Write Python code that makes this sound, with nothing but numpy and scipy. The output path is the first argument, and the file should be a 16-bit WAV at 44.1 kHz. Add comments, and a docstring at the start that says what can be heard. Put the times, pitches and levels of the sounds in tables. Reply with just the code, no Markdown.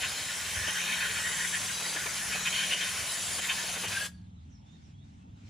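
"""A spray can hisses close by, and its jet makes hollow steel parts ring: noise excites their resonances.
A slow engine, built from multiples of its turning rate, drones all along over outdoor noise and low thumps.
Near the end of the spray a tube mouth whistles; then the valve shuts and a faint leak dies away.
After that a far bird calls in gliding tones, and noise swells rustle and tick in the yard."""
import sys
import numpy as np
from scipy import signal
from scipy.io import wavfile
from scipy.ndimage import uniform_filter1d, map_coordinates

SR = 44100
rng = np.random.default_rng(int(sys.argv[2]) if len(sys.argv) > 2 else 0)


def generate_wav(signal):
    """Clip the signal to [-1, 1] and save it as 16-bit WAV at the path in sys.argv[1]."""
    frames = np.transpose(np.atleast_2d(signal))
    scaled = np.clip(frames, -1, 1) * 32767
    pcm = np.round(scaled).astype(np.int16)
    wavfile.write(sys.argv[1], SR, pcm)


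N = 242363

FLOW_DB = -36  # hiss level with the valve open
SHUT_S, SHUTTING_S = 4.064, 0.043  # moment the valve starts to shut, time it takes
SQUARENESS = 2.8  # swells on the steel and the engine have steep edges (2 = bell)


def gain_of(db):
    """Turns dB into a gain."""
    return 10 ** (np.asarray(db) / 20)


def evened(x):
    """Scales a signal to rms 1."""
    return x / np.sqrt(np.mean(x ** 2) + 1e-20)


def read(points, hz):
    """Reads a table over frequency, on a log axis, as a column."""
    f, value = np.transpose(points)
    return np.interp(np.log(hz + 1), np.log(f + 1), value)[:, None]


def curve(rows, order):
    """Reads one column of a table over time, sample by sample."""
    rows = np.array(rows)
    return np.interp(np.arange(N) / SR, rows[:, 0], rows[:, order])


def drift(top_hz):
    """Smooth random wavering of rms 1, with up to top_hz changes a second."""
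    knots = rng.standard_normal(400)
    coarse = np.arange(0, N + 128, 128)
    smooth = map_coordinates(knots, [coarse / SR * 2 * top_hz], order=3)
    return evened(np.interp(np.arange(N), coarse, smooth))


def bumps(rows, squareness=2):
    """Power of smooth swells (middle t/s, length/s, level/dB), one row each, every 64 samples."""
    t = np.arange(0, N + 64, 64) / SR
    rows = np.array(rows)
    shape = np.exp(-abs(2 * (t - rows[:, :1]) / rows[:, 1:2]) ** squareness)
    return t, gain_of(2 * rows[:, 2:]) * shape


def hiss(colour, patchy_db, same=0., lead=0., tilt_db=0., ridges_db=0.):
    """Stereo noise from random short-time spectra, with drifting patches and narrow, shifting ridges."""
    # where the shifting ridges show: f/Hz, share of their depth
    ridge_share = [(400, .5), (2500, .5), (4000, 1), (10500, 1), (11500, .5)]
    hz = np.fft.rfftfreq(1024, 1 / SR)
    a, b, c, d, patches, ridges = rng.standard_normal((N // 256 + 5, 513, 6)).T
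    patches = uniform_filter1d(patches, size=12, axis=0)
    patches = evened(uniform_filter1d(patches, size=10, axis=1))
    # narrow in frequency, long in time
    ridges = uniform_filter1d(ridges, size=2, axis=0)
    ridges = evened(uniform_filter1d(ridges, size=70, axis=1))
    left = a + 1j * b
    same = np.clip(same, -1, 1)
    right = same * left * np.exp(-1j * lead) + np.sqrt(1 - same ** 2) * (c + 1j * d)
    spectra = np.array([left * gain_of(tilt_db / 2), right * gain_of(-tilt_db / 2)])
    ridge_level_db = ridges_db * read(ridge_share, hz) * ridges
    spectra *= gain_of(read(colour, hz) + patchy_db * patches + ridge_level_db)
    return evened(signal.istft(spectra, nperseg=1024, noverlap=768)[1][:, :N])


def mode(force, hz, width, apart, order=1):
    """One resonance driven by noise: a pole pair, used once or, for steeper sides, twice; channels differ."""
    r = np.exp(-np.pi * width * order / SR)
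    sections = [[1, 0, -0.997, 1, -2 * r * np.cos(2 * np.pi * hz / SR), r * r]] * order
    common, own = rng.standard_normal((2, N))
    drops = force * np.array([common + apart * own, 0.89 * (common - apart * own)])
    impulse_response = signal.sosfilt(sections, signal.unit_impulse(SR // 4))
    return signal.sosfilt(sections, drops) / np.linalg.norm(impulse_response)


def open_valve():
    """Flow through the nozzle as a gain: it builds up, is quickly shut, then a leak dies away."""
    leak_db, leak_db_per_s = -63, -135  # level once shut, and how fast it then falls
    build_db, build_s = -1, 0.78  # the flow starts a little weaker and builds up
    t = np.arange(N) / SR
    late = t - SHUT_S
    shut = np.clip(late / SHUTTING_S, 0, 1)
    start_db = build_db * np.clip(1 - t / build_s, 0, 1) ** .5
    dying_db = leak_db_per_s * np.maximum(late - SHUTTING_S, 0)
    return gain_of(FLOW_DB + start_db + (leak_db - FLOW_DB) * shut + dying_db)


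def nozzle():
    """Turbulent flow makes a hiss that flickers quickly and dips now and then."""
    # colour of the hiss: f/Hz, relative level/dB per Hz
    colour = [(150, -47.5), (250, -21), (625, -8), (1270, -4.5), (1900, -3.5), (4100, -3), (7800, -8.5),
              (8350, -3), (8700, -12), (9500, -2), (10050, 0), (11600, -17), (13000, -13.5), (14200, -14.5),
              (15100, -23), (15300, -28), (15700, -32.5)]
    # brief dips of the hiss: t/s, level/dB
    dips = [(1.97, -3), (2.76, -6), (3.41, -6.5), (3.77, -4.5), (3.869, -8.5)]
    # left against right: f/Hz, likeness (0 to 1)
    likeness = [(60, 0.89), (99, 0.98), (160, 0.93), (270, 0.6), (450, .95), (700, 0.8), (900, .5),
                (1220, 0.65), (1500, .85), (2010, 0.7), (3000, 0.97), (4300, 0.94), (5200, 0.76),
                (7200, 0.78), (8400, .1), (9400, .62), (10500, .45), (13400, .4), (15000, 0.6)]
    # left against right: f/Hz, phase by which left leads/rad
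    phase_lead = [(0, 0), (800, .4), (1000, 0), (1300, -.8), (1700, .3), (2050, -.4), (3100, 0), (5680, .2),
                  (6800, 0.5), (7320, .9), (7920, 1.3), (8900, -1.7), (9700, -.5), (10500, -1),
                  (11000, 1.2), (12000, 0.0), (15200, 0.0)]
    # left against right: f/Hz, level/dB
    balance = [(60, -1.0), (110, -1.0), (200, -0.5), (380, -1.3), (700, 1.5), (1290, 1.5), (2380, 1.0),
               (4400, 1.5), (8120, 0.3), (15000, 0.7)]
    sputter_db, patchy_db, ridges_db = 0.26, 2, 3  # flicker of the flow, drifting patches, shifting ridges
    hz = np.fft.rfftfreq(1024, 1 / SR)
    t = np.arange(N) / SR
    noise = hiss(colour, patchy_db, read(likeness, hz), read(phase_lead, hz), read(balance, hz), ridges_db)
    dips_db = sum(db * np.exp(-((t - s) / 0.009) ** 2) for s, db in dips)
    return gain_of(sputter_db * drift(25.0) + dips_db) * open_valve() * noise


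def ring(modes, steady_db, swells, apart, favoured_hz=None, order=2):
    """The jet drives resonances steadily; each swell lifts them, most those near its favoured pitch."""
    flutter_db, wander_db = 1.36, 1.5  # shake of the hand; each mode waxes and wanes as the jet moves
    spill, favour = .22, 2.6  # share of a swell's power in all modes, and extra in the favoured ones
    focus = 0.06  # relative pitch range that a swell favours
    t, power = bumps(swells, SQUARENESS)
    steady = gain_of(2 * (steady_db + flutter_db * drift(14.)))
    flow = open_valve() / gain_of(FLOW_DB)
    out = np.zeros((2, N))
    for hz, width, db in modes:
        near = np.ones(len(power))
        if favoured_hz is not None:
            near = spill + favour / (1 + (np.log(hz / favoured_hz) / focus) ** 4)
        force = np.sqrt(steady + np.interp(np.arange(N) / SR, t, near @ power))
        level = gain_of(db + wander_db * drift(4.004))
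        out += mode(level * force * flow, hz, width, apart, order=order)
    return out / np.linalg.norm(gain_of([m[2] for m in modes]))


def steel():
    """The jet makes thick and thin parts ring and splats dully; lasting ridges colour the hiss."""
    # resonances of the thick parts: f/Hz, width/Hz, relative level/dB
    thick_modes = [(1062, 35, -3), (1475.5, 53, 5), (1584, 80, -2), (1606, 27, 2.5), (1755, 48, 7.5),
                   (1900, 20, 4.5), (1980, 190, 7)]
    # resonances of the thin parts: f/Hz, width/Hz, relative level/dB
    thin_modes = [(2110, 50, -4.5), (2265, 44, 2.5), (2460, 72, 3), (2570, 78, 2), (2857, 33, 1),
                  (2962, 40, -4.5), (3106, 81, 6.5), (3238, 37, -2.5), (3614, 84, 1), (4430, 51, -5)]
    # resonances of the dull splash: f/Hz, width/Hz, relative level/dB
    splash_modes = [(410, 193, -3), (607, 42, -5.5), (903, 440, -1)]
    # lasting ridges in the upper hiss: f/Hz, width/Hz, level against the flow/dB
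    lasting_ridges = [(5220, 54, -27), (5720, 86, -17), (6286, 85, -15), (6630, 38, -17), (6890, 120, -15),
                      (7280, 51, -17), (7660, 88, -13.5)]
    # slow aim of the jet: t/s, thick parts level/dB, thin parts level/dB
    aim = [(0.0, -41.5, -40), (0.2, -46.5, -44), (0.33, -42, -43.5), (0.55, -46.5, -46.5),
           (0.72, -42, -41.5), (.8, -39, -41), (.86, -42.5, -37), (0.97, -37.5, -39), (1.15, -41, -43.5),
           (1.39, -47, -47), (1.83, -46.5, -44.5), (2.34, -42.5, -47), (2.58, -49, -36.5),
           (2.87, -43.5, -41), (3.15, -49, -47.5), (3.73, -54, -44), (3.92, -44, -43.5), (4.03, -54, -64)]
    # the jet crosses an edge: middle t/s, length/s, thick parts level/dB, thin parts level/dB, favoured f/Hz
    crossings = [(0.04, 0.038, -27, -29, 2740), (0.562, 0.036, -31, -42, 3100),
                 (0.622, 0.1, -38, -46.5, 1740), (0.684, 0.025, -45, -34, 2950),
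                 (0.686, 0.022, -34, -37, 1875), (0.78, 0.018, -37.5, -37, 1900),
                 (0.81, 0.032, -47, -37, 2490), (0.888, 0.029, -31, -35.5, 2470),
                 (0.927, 0.016, -32, -38.5, 1810), (0.931, 0.027, -41.5, -30, 2880),
                 (.932, 0.018, -44.5, -35, 2500), (1.02, 0.03, -34.5, -33.5, 2490),
                 (1.053, 0.024, -34, -55, 1490), (1.053, 0.042, -42.5, -35, 3180),
                 (1.103, 0.025, -44, -32, 1920), (1.166, 0.045, -46, -45.5, 3200),
                 (1.178, 0.044, -58, -31.5, 4430), (1.266, 0.051, -34, -54, 1860),
                 (1.33, 0.039, -38.5, -34, 1900), (1.401, 0.069, -37.5, -33.5, 1780),
                 (1.446, 0.0079, -29.5, -63, 1910), (1.548, 0.042, -34.5, -30.5, 1810),
                 (1.699, 0.017, -32.5, -43, 2050), (1.856, 0.028, -40.5, -56, 1980),
                 (1.967, 0.012, -32.5, -30.5, 1700), (2.063, 0.0085, -37, -30.5, 1820),
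                 (2.214, 0.039, -40.5, -54, 1750), (2.328, 0.023, -51, -34, 2370),
                 (2.333, 0.021, -55, -39.5, 3130), (2.354, 0.018, -32, -33, 2500),
                 (2.469, 0.025, -27.5, -25, 2460), (2.473, 0.029, -58, -37, 3030),
                 (2.57, .07, -56.5, -31, 4430), (2.543, 0.034, -33, -36.5, 3150),
                 (2.58, 0.054, -34, -35, 3200), (2.636, 0.021, -32.5, -32, 3180),
                 (2.611, 0.028, -36, -50, 1600), (2.716, 0.024, -53, -39.5, 3140),
                 (2.725, 0.029, -31, -25.5, 2780), (2.822, 0.022, -33, -32, 3140),
                 (2.834, 0.078, -50, -37, 2300), (2.89, 0.014, -50, -44, 3050), (3, 0.014, -38, -41, 2490),
                 (3.392, 0.016, -38, -34.5, 2950), (3.441, 0.047, -37.5, -40.5, 2100),
                 (3.503, 0.03, -30, -30.5, 2570), (3.507, 0.032, -55, -37, 3130),
                 (3.594, 0.043, -41, -56, 1750), (3.764, 0.022, -41.5, -35, 1900),
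                 (3.854, 0.05, -39, -39.5, 2750)]
    # the jet splats on a flat face: middle t/s, level/dB
    splats = [(.565, -48.5), (0.684, -42), (.84, -49), (1.65, -50), (1.826, -48.5), (1.863, -47),
              (1.967, -42.5), (2.066, -41), (2.358, -40), (2.746, -47), (3.392, -41), (3.64, -45.5),
              (3.77, -40.5), (3.843, -39)]
    splat_s, splash_db = 0.017, -55  # length of every splat, steady splash level
    s, length, thick_db, thin_db, hz = np.transpose(crossings)
    thick = ring(thick_modes, curve(aim, order=1), np.c_[s, length, thick_db], 0.37, hz)
    thin = ring(thin_modes, curve(aim, order=2), np.c_[s, length, thin_db], 0.2, hz)
    splat_swells = [(at, splat_s, db) for at, db in splats]
    splash = ring(splash_modes, splash_db, splat_swells, 0.148, order=1)
    flow = open_valve() * (np.arange(N) / SR < SHUT_S + SHUTTING_S)
    ridges = sum(mode(flow * gain_of(db + 3.25 * drift(1.416)), hz, width, 0.66)
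                 for hz, width, db in lasting_ridges)
    return thick + thin + splash + ridges


def whistle():
    """The jet blows across a tube mouth: a wavering, throbbing tone with airy noise that outlasts the spray."""
    # the tone and its noise: t/s, f/Hz, level/dB
    blown_tone = [(3.88, 1590, -70), (3.908, 1590, -43), (3.93, 1600, -50), (3.95, 1590, -41),
                  (3.972, 1590, -36), (4.0, 1610, -43), (4.022, 1645, -37), (4.045, 1625, -48),
                  (4.066, 1640, -43), (4.085, 1660, -64), (4.125, 1650, -73), (4.16, 1660, -76),
                  (4.26, 1650, -88)]
    faded_in_and_out = [(0, 0, -140)] + blown_tone + [(4.5, 0, -140)]
    force = gain_of(curve(faded_in_and_out, order=2))
    pitch = curve(blown_tone, order=1) * (1 + 0.0047 * drift(23.0))
    tone = np.sqrt(2) * np.sin(2 * np.pi * np.cumsum(pitch) / SR)
    airy = 0.99 * mode(force, 1640, 42.0, .2)
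    return force * tone * gain_of([[.7], [-.7]]) + airy


def yard(x, level_db, t60):
    """Walls around return a short diffuse echo: dying noise, different in each channel."""
    t = np.arange(SR // 2) / SR
    # t60 is the time to fall by 60 dB; the echo starts after 8 ms
    tail = rng.standard_normal((2, len(t))) * gain_of(-60 * t / t60) * (t > .008)
    return gain_of(level_db) * signal.fftconvolve(x, tail / np.linalg.norm(tail[0]), axes=1)[:, :N]


def engine():
    """Multiples of the turning rate waver one by one; the lowest share a boom, the ninth swells alone."""
    # strength of each multiple (the ninth takes its level from its swells): multiple, relative level/dB
    orders = [(1, -37), (2, -32), (3, -11), (4, -5), (5, -4.5), (6, -13.5), (7, -6), (8, -10.5), (9, 0),
              (10, -10.5), (11, -9.5), (12, -15.5), (13, -16.5), (14, -13.5), (15, -31), (16, -26.5)]
    # shared level of the first six multiples: t/s, level/dB
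    boom = [(0.0, -58), (0.03, -45.5), (0.14, -54), (0.17, -76), (0.21, -55), (0.35, -69), (0.4, -51),
            (0.55, -52.5), (0.58, -41.5), (0.76, -63.5), (1.19, -53.5), (1.54, -61), (1.65, -54.5),
            (1.97, -70), (2.0, -53), (2.28, -60.5), (2.77, -64.5), (2.81, -64), (3.03, -57), (3.15, -70),
            (3.26, -55.5), (3.62, -59), (3.72, -54.5), (3.84, -65), (3.87, -47), (4.07, -63), (4.13, -53.5),
            (5.26, -57), (5.31, -44.5), (5.41, -54), (5.46, -45), (5.49, -45)]
    # swells of the ninth multiple: middle t/s, length/s, level/dB
    ninth_swells = [(1.25, 1.46, -53.5), (2.65, 0.62, -52.5), (3.82, 0.95, -53), (5.25, 0.33, -59)]
    engine_hz = 19.9  # turns a second
    rest_db, upper_db = -79, -58  # the ninth between swells, steady base of the higher multiples
    waver_db, ninth_waver_db = 3.5, 1.5  # drift in level
    turns = np.cumsum(engine_hz * (1 + 0.002 * drift(1.465))) / SR
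    t, power = bumps(ninth_swells, SQUARENESS)
    swelling = np.interp(np.arange(N) / SR, t, power.sum(axis=0))
    ninth = np.sqrt(gain_of(2 * rest_db) + swelling) * gain_of(ninth_waver_db * drift(2.5))
    out = np.zeros(N)
    for k, db in orders:
        base_db = curve(boom, order=1) if k < 7 else upper_db
        level = ninth if k == 9 else gain_of(base_db + db + waver_db * drift(3.4))
        phase = k * turns + rng.random() + .08 * drift(3.7)
        out += level * np.sqrt(2) * np.cos(2 * np.pi * phase)
    return out * gain_of([[-.3], [.3]])


def bird():
    """Gliding whistles, a little rough in pitch and level, with an echo."""
    # one list for each note: t/s, f/Hz, level/dB before the left-right balance
    notes = [
        [(4.132, 4550, -70), (4.152, 4560, -65), (4.16, 4450, -78), (4.175, 4300, -75), (4.19, 4200, -78)],
        [(4.237, 4120, -73), (4.254, 4020, -71), (4.26, 3800, -80), (4.266, 3680, -68), (4.273, 3550, -81),
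         (4.282, 3380, -77)],
        [(4.361, 4060, -74), (4.38, 3950, -72), (4.385, 3800, -76), (4.39, 3680, -66), (4.396, 3500, -80),
         (4.403, 3350, -74)],
        [(4.497, 7700, -80), (4.503, 6700, -78), (4.513, 6050, -72), (4.53, 5760, -69), (4.542, 5650, -74),
         (4.556, 5300, -68), (4.566, 5080, -73)],
        [(4.615, 3150, -82), (4.65, 3430, -75), (4.675, 3550, -70), (4.705, 3580, -68), (4.74, 3760, -69),
         (4.76, 3680, -75), (4.782, 3350, -78)],
        [(4.813, 7500, -78), (4.822, 6350, -75), (4.833, 5950, -68), (4.848, 5650, -73), (4.862, 5450, -68),
         (4.872, 5400, -76)],
        [(4.928, 3000, -82), (4.945, 3330, -74), (4.975, 3400, -76), (5.0, 3580, -74), (5.027, 3790, -67),
         (5.04, 3790, -74), (5.055, 3650, -81)],
        [(5.205, 2660, -79), (5.225, 2650, -76), (5.245, 2640, -79)],
    ]
    burr, rasp_db = 0.008, 2  # quick wavering of pitch (share) and of level
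    echo_db, echo_t60 = 0, .3  # level, seconds to fall by 60 dB
    out = np.zeros(N)
    pitch_waver, level_waver = drift(29.0), drift(33.)
    for rows in notes:
        s, hz, db = np.transpose(rows)
        at = np.arange(round(s[0] * SR), round(s[-1] * SR))
        pitch = np.interp(at / SR, s, hz) * (1 + burr * pitch_waver[at])
        turns = np.cumsum(pitch) / SR
        level = gain_of(np.interp(at / SR, s, db)) * signal.windows.tukey(len(at), .1)
        out[at] += level * np.sqrt(2) * np.sin(2 * np.pi * turns)
    direct = out * gain_of([[-6.5], [.5]] + rasp_db * level_waver)
    return direct + yard(direct, echo_db, echo_t60)


def rustle():
    """Something stirs: soft wide noise sets in quickly and fades a little more slowly."""
    # colour of the rustle: f/Hz, relative level/dB per Hz
    colour = [(700, -14.5), (1500, -4.5), (3000, -5), (6000, -7.5), (8000, -14), (9500, -26), (11000, -24),
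              (12000, -44)]
    # stirrings, timed at half gain: start t/s, end t/s, level/dB
    stirs = [(4.402, 4.57, -75), (4.652, 4.93, -69), (5.032, 5.245, -71), (5.36, 5.6, -71),
             (5.398, 5.6, -76), (5.46, 5.6, -71)]
    edge_s, fade_s = 0.032, 0.045  # time to set in, time to fade
    t = np.arange(N) / SR
    level = np.zeros(N)
    for s, end, db in stirs:
        ramp = np.minimum((t - s) / edge_s, (end - t) / fade_s) + .5
        level += gain_of(db) * np.clip(ramp, 0, 1)
    return level * hiss(colour, 2.3, 0.24)


def ticks():
    """Faint ticks in the yard: short soft puffs of noise through a resonance."""
    # the puffs: middle t/s, level/dB, f/Hz
    puffs = [(4.217, -72, 4000), (4.76, -76, 1950), (5.21, -78, 1980)]
    tick_s = .005  # from the middle down to 1/e
    t = np.arange(N) / SR
    return sum(mode(gain_of(db) * np.exp(-((t - s) / tick_s) ** 2), hz, hz ** 2 / 1e4, .3, order=2)
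               for s, db, hz in puffs)


def thumps():
    """Dull low bumps, as of light wind: noise swells through one low resonance."""
    # the bumps: middle t/s, length from there down to 1/e/s, level/dB
    gusts = [(3.05, 0.056, -53), (4.27, 0.045, -72), (5.326, 0.089, -65), (5.48, 0.038, -62)]
    t = np.arange(N) / SR
    force = sum(gain_of(db) * np.exp(-((t - s) / length) ** 2) for s, length, db in gusts)
    return mode(force, 120.0, 36.0, 0.12)


def air():
    """Distant outdoor wash, strongest around 70 to 200 Hz: noise alike in both channels plus noise opposed."""
    # colour of the common part: f/Hz, relative level/dB per Hz
    mid_colour = [(12, -55.5), (20, -32), (51, -44.5), (70, 2), (205, 2.5), (315, -12.5), (483, -26),
                  (848, -23.5), (1050, -30.5), (1750, -32), (3500, -24.5), (4830, -37), (6840, -37.5),
                  (9950, -49.5), (12000, -79), (15600, -103), (22000, -120)]
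    # colour of the opposed part, with a lesser hump near 800 Hz: f/Hz, relative level/dB per Hz
    side_colour = [(12, -43), (20, -9), (175, 3.5), (458, -12.5), (553, -11), (804, -2), (1050, -11.5),
                   (1750, -19), (3230, -21), (4460, -34), (6310, -21.5), (9950, -36), (12000, -57),
                   (15600, -96.5), (22000, -120)]
    mid = gain_of(-57) * hiss(mid_colour, 2.6)[0]
    side = gain_of(-64) * hiss(side_colour, 1.3)[0]
    return np.array([mid + side, mid - side])


def scene():
    """Adds all sources; the top of the spray sound dies first once the valve is shut."""
    top_hz, top_db_per_s = 11100, -250
    spray = nozzle() + steel() + whistle()
    spray = spray + yard(spray, -17.5, 0.21)
    high_pass = signal.butter(4, top_hz, "high", fs=SR, output="sos")
    top = signal.sosfiltfilt(high_pass, spray)
    since_shut = np.maximum(np.arange(N) / SR - SHUT_S - SHUTTING_S, 0)
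    spray = spray - (1 - gain_of(top_db_per_s * since_shut)) * top
    return spray + engine() + bird() + rustle() + ticks() + thumps() + air()


def record(dry):
    """Limits the band: a steep low-pass filter removes what lies above 15.7 kHz."""
    low_pass = signal.firwin(1023, 15700, window=("kaiser", 9), fs=SR)
    return signal.oaconvolve(dry, low_pass[None], "same")


dry = scene()
out = record(dry)
generate_wav(out)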